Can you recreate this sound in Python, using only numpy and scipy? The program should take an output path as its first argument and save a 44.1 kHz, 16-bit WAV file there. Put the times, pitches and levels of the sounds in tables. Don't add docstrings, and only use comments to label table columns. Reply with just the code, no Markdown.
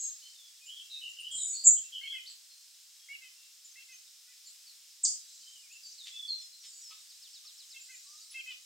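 import sys
import numpy as np
from scipy import signal
from scipy.fft import rfft, irfft, next_fast_len
from scipy.io import wavfile
from scipy.ndimage import uniform_filter1d

SR = 44100
rng = np.random.default_rng(int(sys.argv[2]) if len(sys.argv) > 2 else 0)


def dump(signal):
    limited = np.clip(np.atleast_2d(signal).T, -1, 1)
    pcm = np.round(limited * 32767).astype(np.int16)
    wavfile.write(sys.argv[1], SR, pcm)


def gain_from_decibels(decibels):
    exponent = np.asarray(decibels, float) / 20
    return 10 ** exponent


N = 381465
TIME_S = np.arange(N) / SR

# (start [s], length [s], pitch [Hz], level [dB])
WHISTLES = [(0.013, 0.097, 4163, -61), (0.209, 0.11, 4280, -63), (0.606, 0.054, 2480, -63.5),
            (0.784, 0.16, 2745, -65.5), (0.94, 0.082, 2600, -64), (1.834, 0.046, 2710, -62.5),
            (2.016, 0.079, 4290, -60), (2.209, 0.084, 3044, -58.5), (2.495, 0.09, 4240, -60),
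            (2.992, 0.15, 3300, -64), (3.698, 0.03, 6260, -59.5), (3.918, 0.052, 6320, -56.5),
            (1.452, 0.16, 3640, -62), (3.319, 0.2, 2736, -72), (6.13, 0.059, 2640, -65),
            (6.526, 0.038, 4145, -55), (6.726, 0.021, 4630, -55), (6.933, 0.08, 3770, -68)]
# (start [s], length [s], start pitch [Hz], end pitch [Hz], level [dB])
SWEEPS = [(1.513, 0.065, 2000, 2950, -71.5), (5.624, 0.061, 2530, 2150, -67.5),
          (5.692, 0.048, 2350, 2900, -60), (5.734, 0.035, 2885, 2560, -57.5),
          (5.871, 0.044, 6050, 6420, -59), (2.255, 0.027, 2990, 5600, -50), (4.442, 0.044, 5100, 3950, -57),
          (4.659, 0.049, 4780, 4010, -56), (5.143, 0.042, 5200, 4920, -54), (5.915, 0.017, 6250, 4620, -49),
          (8.052, 0.18, 1114, 1305, -73.5), (8.293, 0.028, 5470, 5180, -56.5)]
# (start [s], length [s], start pitch [Hz], end pitch [Hz], level [dB])
ROLLS = [(2.035, 0.1, 2960, 3340, -43), (2.108, 0.077, 3256, 3010, -45), (5.982, 0.075, 4330, 3556, -51),
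         (0.22, 0.06, 2960, 3075, -56), (0.352, 0.15, 3710, 3374, -59.5), (5.43, 0.12, 3080, 3110, -61.5),
         (5.55, 0.028, 3270, 2930, -57.5), (5.834, 0.054, 4920, 4530, -50.5),
         (6.112, 0.1, 3380, 3470, -48.5), (6.192, 0.077, 3476, 3424, -43),
         (6.278, 0.074, 4510, 4142, -36.5), (6.352, 0.096, 3470, 3470, -60.5)]
# (start [s], length [s], start pitch [Hz], end pitch [Hz], level [dB])
WARBLE = [(.66, 0.13, 2880, 3480, -48.5), (.76, 0.059, 3280, 3153, -46.5), (.895, 0.095, 3970, 3750, -44),
          (1.01, 0.096, 2976, 2843, -44), (1.162, 0.069, 2980, 2810, -45.5),
          (1.235, 0.052, 2935, 3100, -43), (1.305, 0.059, 3252, 3188, -39.5),
          (1.365, 0.095, 4100, 3560, -48.5), (1.53, 0.11, 4400, 4720, -44.5),
          (1.764, 0.032, 3120, 3215, -48.5), (1.92, 0.08, 3184, 3034, -41),
          (2.268, 0.028, 4390, 4390, -46.5)]
# (start [s], held pitch [Hz], level [dB])
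HOOKS = [(6.376, 5080, -52.5), (6.598, 5130, -53), (6.81, 5120, -49.5)]
# (start [s], pitch [Hz], level [dB])
LISPS = [(0.655, 7160, -49.5), (1.089, 7240, -51.5), (1.196, 8910, -53), (2.291, 7730, -52.5),
         (3.644, 7020, -52), (4.068, 3720, -61), (4.46, 7240, -52.5), (4.487, 7980, -61),
         (5.724, 6970, -53.5), (5.855, 7360, -52.5), (6.036, 7280, -53.5), (6.411, 7110, -52.5),
         (7.805, 7250, -50), (7.937, 7200, -52), (8.31, 10230, -50)]
# (start [s], length [s], start pitch [Hz], end pitch [Hz], level [dB])
RASP = [(1.637, .056, 7610, 7000, -16.8)]
# (start [s], length [s], start pitch [Hz], end pitch [Hz], level [dB])
SEEPS = [(-.06, 0.15, 7240, 7020, -38.5), (1.309, 0.26, 7820, 7250, -39), (6.619, 0.26, 7750, 7110, -57.5)]
# (time [s], pitch [Hz], level [dB])
CHIP = [(5.033, 7050, -38), (5.038, 8360, -26), (5.04, 8260, -20.5), (5.043, 7270, -23.5),
        (5.048, 6940, -25), (5.051, 6080, -22), (5.052, 4850, -22.5), (5.056, 4220, -43.5),
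        (5.061, 2650, -57.5)]
# (start [s], pitch factor [ratio], level [dB])
FALLS = [(7.09, 0.97, -57), (7.219, 0.94, -50.5), (7.332, 0.97, -51), (7.451, 1.0, -50.5),
         (7.578, 1.0, -51), (7.702, 0.97, -52)]
# (time [s], pitch [Hz], relative level [dB])
FALL_SHAPE = [(0, 5386, -5), (.01, 5500, 1.5), (.018, 4800, 0.5), (.028, 4100, -1), (.045, 3700, -6.5),
              (.063, 3050, -11.5)]
# (start [s], pitch before arching [Hz], mid-note throat resonance [Hz], level [dB])
HONKS = [(2.012, 562.5, 2390, -46), (2.124, 530, 2340, -45.5), (3.086, 564, 2460, -44.5),
         (3.214, 513, 2520, -52.5), (3.756, 542, 2590, -52), (3.884, 513.4, 2470, -55),
         (4.27, 504, 2230, -65), (7.736, 536, 2730, -52.5), (7.885, 509, 2180, -53.5),
         (8.341, 530, 2670, -40.5), (8.46, 510, 2770, -42)]
# (start [s], length [s], level before colouring [dB], ring re level [dB])
SCUFFS = [(2.265, 0.1, -68.5, -22), (3.423, 0.026, -72.5, -16), (6.055, 0.039, -54.5, -29),
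          (6.412, 0.013, -66, -9), (6.634, 0.036, -61, -20), (6.901, 0.037, -61, 1), (7.44, 0.015, -65, -6),
          (8.312, 0.038, -63.5, -17), (8.504, 0.026, -59.5, -15)]
# (frequency [Hz], t60 [s], relative level [dB])
LOG_MODES = [(1253, 0.042, 8.5), (2630, 0.027, 7), (3300, 0.016, -42)]
# (time [s], level [dB])
CHORUS = [(0, -71), (.3, -76), (4.8, -85.5), (5.3, -69.5), (5.7, -77), (6.0, -71.5), (6.8, -75),
          (7.5, -73.5), (8.2, -69), (8.65, -76.5)]
# (frequency [Hz], density [dB per Hz])
HISS = [(60, -66), (100, -51.5), (480, -36.5), (1180, -24.5), (2200, -16.5), (3300, -9), (4100, -7.5),
        (4500, -8), (5200, -2), (5900, -7), (8100, -7.5), (10000, -14.5), (15500, -18)]
# (frequency [Hz], level [dB])
WIDENER = [(200, -4), (700, -7), (4400, -7), (8000, -7), (15000, -11.5)]

HOOK_S, HOOK_RISE = 0.105, 1.19
LISP_S, HONK_S = 0.026, 0.076
SEEP_SWING_HZ = 505
PAIR_GAP_S = 0.2
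NARROW_DB, NARROW_DB_PER_HZ, NARROW_AT_HZ = 89, 1.6, 530
TREES_T60_S = 0.31
NEAR_T60_S, NEAR_DB = 0.027, 4.5
HISS_DB = -57
MIC_BEND = 0.016
WIDENER_PEAK_S = 0.029
TOP_HZ = 15780


def colour(x, points):
    hz, db = np.transpose(points)
    size = next_fast_len(len(x) + 4096)
    bin_hz = np.fft.rfftfreq(size, 1 / SR) + 1
    gain = gain_from_decibels(np.interp(np.log(bin_hz), np.log(hz), db))
    return irfft(rfft(x, size) * gain, size)[:len(x)]


def unit(x):
    return x / np.sqrt(np.mean(x ** 2))


def unit_energy(x):
    return x / np.sqrt(np.sum(x ** 2))


def walk(rate_hz, size):
    k = max(int(SR / rate_hz), 1)
    steps = np.repeat(rng.standard_normal(size // k + 2), k)
    return 1.3 * uniform_filter1d(uniform_filter1d(steps, k), k)[:size]


def add(track, start_s, sound):
    i = int(start_s * SR)
    sound = sound[max(-i, 0):N - i]
    track[max(i, 0):max(i, 0) + len(sound)] += sound


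def swell(length_s, edge):
    q = np.linspace(0, 1, int(length_s * SR))
    return q, np.sin(np.pi * q) ** edge


def tone(hz):
    return np.sqrt(2) * np.sin(2 * np.pi * np.cumsum(hz) / SR)


def glides(notes, shiver, shiver_hz, waver_db, edge, settle=1):
    out = np.zeros(N)
    for start_s, length_s, from_hz, to_hz, db in notes:
        q, breath = swell(length_s, edge)
        hz = to_hz + (from_hz - to_hz) * (1 - q) ** settle
        beat = tone(shiver_hz * (1 + 0.3 * walk(60, len(q)))) + 0.6 * walk(250, len(q))
        waver = walk(120, len(q))
        gain = gain_from_decibels(db + waver_db * (waver - waver.mean()))
        add(out, start_s, gain * breath * tone(hz * (1 + shiver * beat)))
    return out


def warble():
    return glides(WARBLE, shiver=0.028, shiver_hz=104.85, waver_db=1.5, edge=0.61)


def whistles():
    level_notes = [(start_s, length_s, hz, hz, db) for start_s, length_s, hz, db in WHISTLES]
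    return glides(level_notes + SWEEPS, shiver=0.0082, shiver_hz=61, waver_db=2.0, edge=0.28)


def rolls():
    return glides(ROLLS, shiver=0.0079, shiver_hz=85.5, waver_db=3.5, edge=0.17, settle=2.6)


def hooks():
    notes = [(start_s, HOOK_S, HOOK_RISE * hz, hz, db) for start_s, hz, db in HOOKS]
    return glides(notes, shiver=0.001, shiver_hz=61, waver_db=1.5, edge=0.52, settle=2.2)


def lisps():
    notes = [(start_s, LISP_S, hz, hz, db) for start_s, hz, db in LISPS]
    return glides(notes, shiver=0.014, shiver_hz=133.0, waver_db=3.0, edge=0.46)


def rasp():
    return glides(RASP, shiver=0.04, shiver_hz=170, waver_db=3, edge=1.3)


def seeps():
    out = np.zeros(N)
    for start_s, length_s, from_hz, to_hz, db in SEEPS:
        q, breath = swell(length_s, 0.3)
        flip = np.tanh(5.0 * tone(76 * (1 + 0.2 * walk(40, len(q)))))
        hz = from_hz + (to_hz - from_hz) * q + SEEP_SWING_HZ * flip + 110 * walk(300, len(q))
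        add(out, start_s, gain_from_decibels(db + walk(200, len(q))) * breath * tone(hz))
    return out


def chip():
    time_s, hz, db = np.transpose(CHIP)
    sounding = (TIME_S > time_s[0]) & (TIME_S < time_s[-1])
    return gain_from_decibels(np.interp(TIME_S, time_s, db)) * sounding * tone(np.interp(TIME_S, time_s, hz))


def falls():
    out = np.zeros(N)
    shape_s, shape_hz, shape_db = np.transpose(FALL_SHAPE)
    t = TIME_S[:int(shape_s[-1] * SR)]
    for start_s, factor, db in FALLS:
        gain = gain_from_decibels(db + np.interp(t, shape_s, shape_db) + 1.5 * walk(120, len(t)))
        hz = uniform_filter1d(np.interp(t, shape_s, shape_hz), size=150)
        add(out, start_s, gain * tone(factor * hz))
    return out


def honks():
    out = np.zeros(N)
    answers = np.diff([row[0] for row in HONKS], prepend=0) < PAIR_GAP_S
    for answer, (start_s, top_hz, throat_mid_hz, db) in zip(answers, HONKS):
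        q, breath = swell(HONK_S, 0.46)
        if answer:
            drop = 0.045 * (q - 0.5) + 0.08 * q ** 8
        else:
            drop = 0.076 * np.exp(-q / 0.12) + 0.15 * q ** 7
        hz = top_hz * (1 - drop) + (7.5 + 14 * q ** 5) * walk(130, len(q))
        throat_hz = throat_mid_hz * (1 + 0.27 * (q - 0.5))
        narrow_db = NARROW_DB + NARROW_DB_PER_HZ * (top_hz - NARROW_AT_HZ)
        buzz = 0
        for k in range(3, 10):
            throat_db = np.maximum(-narrow_db * np.log2(k * top_hz / throat_hz) ** 2, -27)
            top_loss_db = 51 * max(k * top_hz / 3200 - 1, 0) ** 0.5
            buzz = buzz + gain_from_decibels(throat_db - top_loss_db + 2.7 * walk(120, len(q))) * tone(k * hz)
        add(out, start_s, gain_from_decibels(db) * breath * unit(buzz))
    return out


def scuffs():
    out, t = np.zeros(N), TIME_S[:SR // 10]
    ring = sum(gain_from_decibels(db - 60 * t / t60_s) * np.sin(2 * np.pi * hz * t) for hz, t60_s, db in LOG_MODES)
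    for start_s, length_s, db, ring_db in SCUFFS:
        q, press = swell(length_s, 0.47)
        ticks = rng.standard_normal(len(q)) * gain_from_decibels(3 * rng.exponential(size=len(q)))
        ticks = press * unit(ticks)
        scratch = colour(ticks, [(300, -37), (2000, 7), (3500, 20), (9000, 2.0), (16000, -14.0)])
        add(out, start_s, gain_from_decibels(db) * scratch)
        add(out, start_s, gain_from_decibels(db + ring_db) * signal.fftconvolve(ticks, unit_energy(ring)))
    return out


def trees(x, wet_db):
    t = TIME_S[:int(1.5 * TREES_T60_S * SR)]
    fade = gain_from_decibels(-60 * t / TREES_T60_S) + gain_from_decibels(NEAR_DB - 60 * t / NEAR_T60_S)
    echo = rng.standard_normal(len(t)) * fade * np.minimum(t / 0.0054, 1)
    echo = colour(echo, [(2000, -1.5), (7500, -1.0), (11000, -8.0)])
    return x + gain_from_decibels(wet_db) * signal.fftconvolve(x, unit_energy(echo))[:N]


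def chorus():
    draw = rng.random((2600, 4))
    start_s = draw[:, 0] * N / SR
    hz = 3800 + 4800 * draw[:, 1]
    db = np.interp(start_s, *np.transpose(CHORUS)) + 4 * (draw[:, 2] - 0.5)
    length_s = 0.02 + 0.037 * draw[:, 3]
    notes = zip(start_s, length_s, 1.04 * hz, 0.96 * hz, db)
    return glides(notes, shiver=0.03, shiver_hz=110.1, waver_db=2.5, edge=3.2)


def hiss():
    return gain_from_decibels(HISS_DB + 0.5 * walk(4, N)) * unit(colour(rng.standard_normal(N), HISS))


def scene():
    birds = trees(warble(), -2.5) + trees(whistles() + rolls(), -3.5) + trees(hooks(), -9)
    birds = birds + trees(lisps(), -3.5) + trees(rasp(), 0.58) + trees(seeps(), 0.66)
    birds = birds + trees(chip(), 0.55) + trees(falls(), -9.5) + trees(honks(), -8.5)
    birds = birds + trees(chorus(), 6.7)
    mono = colour(birds + trees(scuffs(), -4), [(100, -52), (1000, -2.5)]) + hiss()
    return np.array([mono, mono])


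def microphone_bend(mono):
    return MIC_BEND * colour(mono ** 2, [(30, -31), (800, -2.5)])


def widener_side(mono):
    x = TIME_S[:int(5 * WIDENER_PEAK_S * SR)] / WIDENER_PEAK_S
    taps = rng.standard_normal(len(x)) * rng.exponential(size=len(x)) * (x * np.exp(-x)) ** 1.8
    return colour(signal.fftconvolve(mono, unit_energy(taps))[:N], WIDENER)


def band_limit(x):
    return signal.sosfilt(signal.butter(12, 17060, fs=SR, output="sos"), x)


def record(dry):
    side = widener_side(dry[0])
    wide = dry + microphone_bend(dry[0]) + np.array([side, -side])
    top_cut = signal.ellip(10, 0.2, 70, TOP_HZ, fs=SR, output="sos")
    mix = signal.sosfilt(top_cut, wide)
    return band_limit(mix)


dry = scene()
out = record(dry)
dump(out)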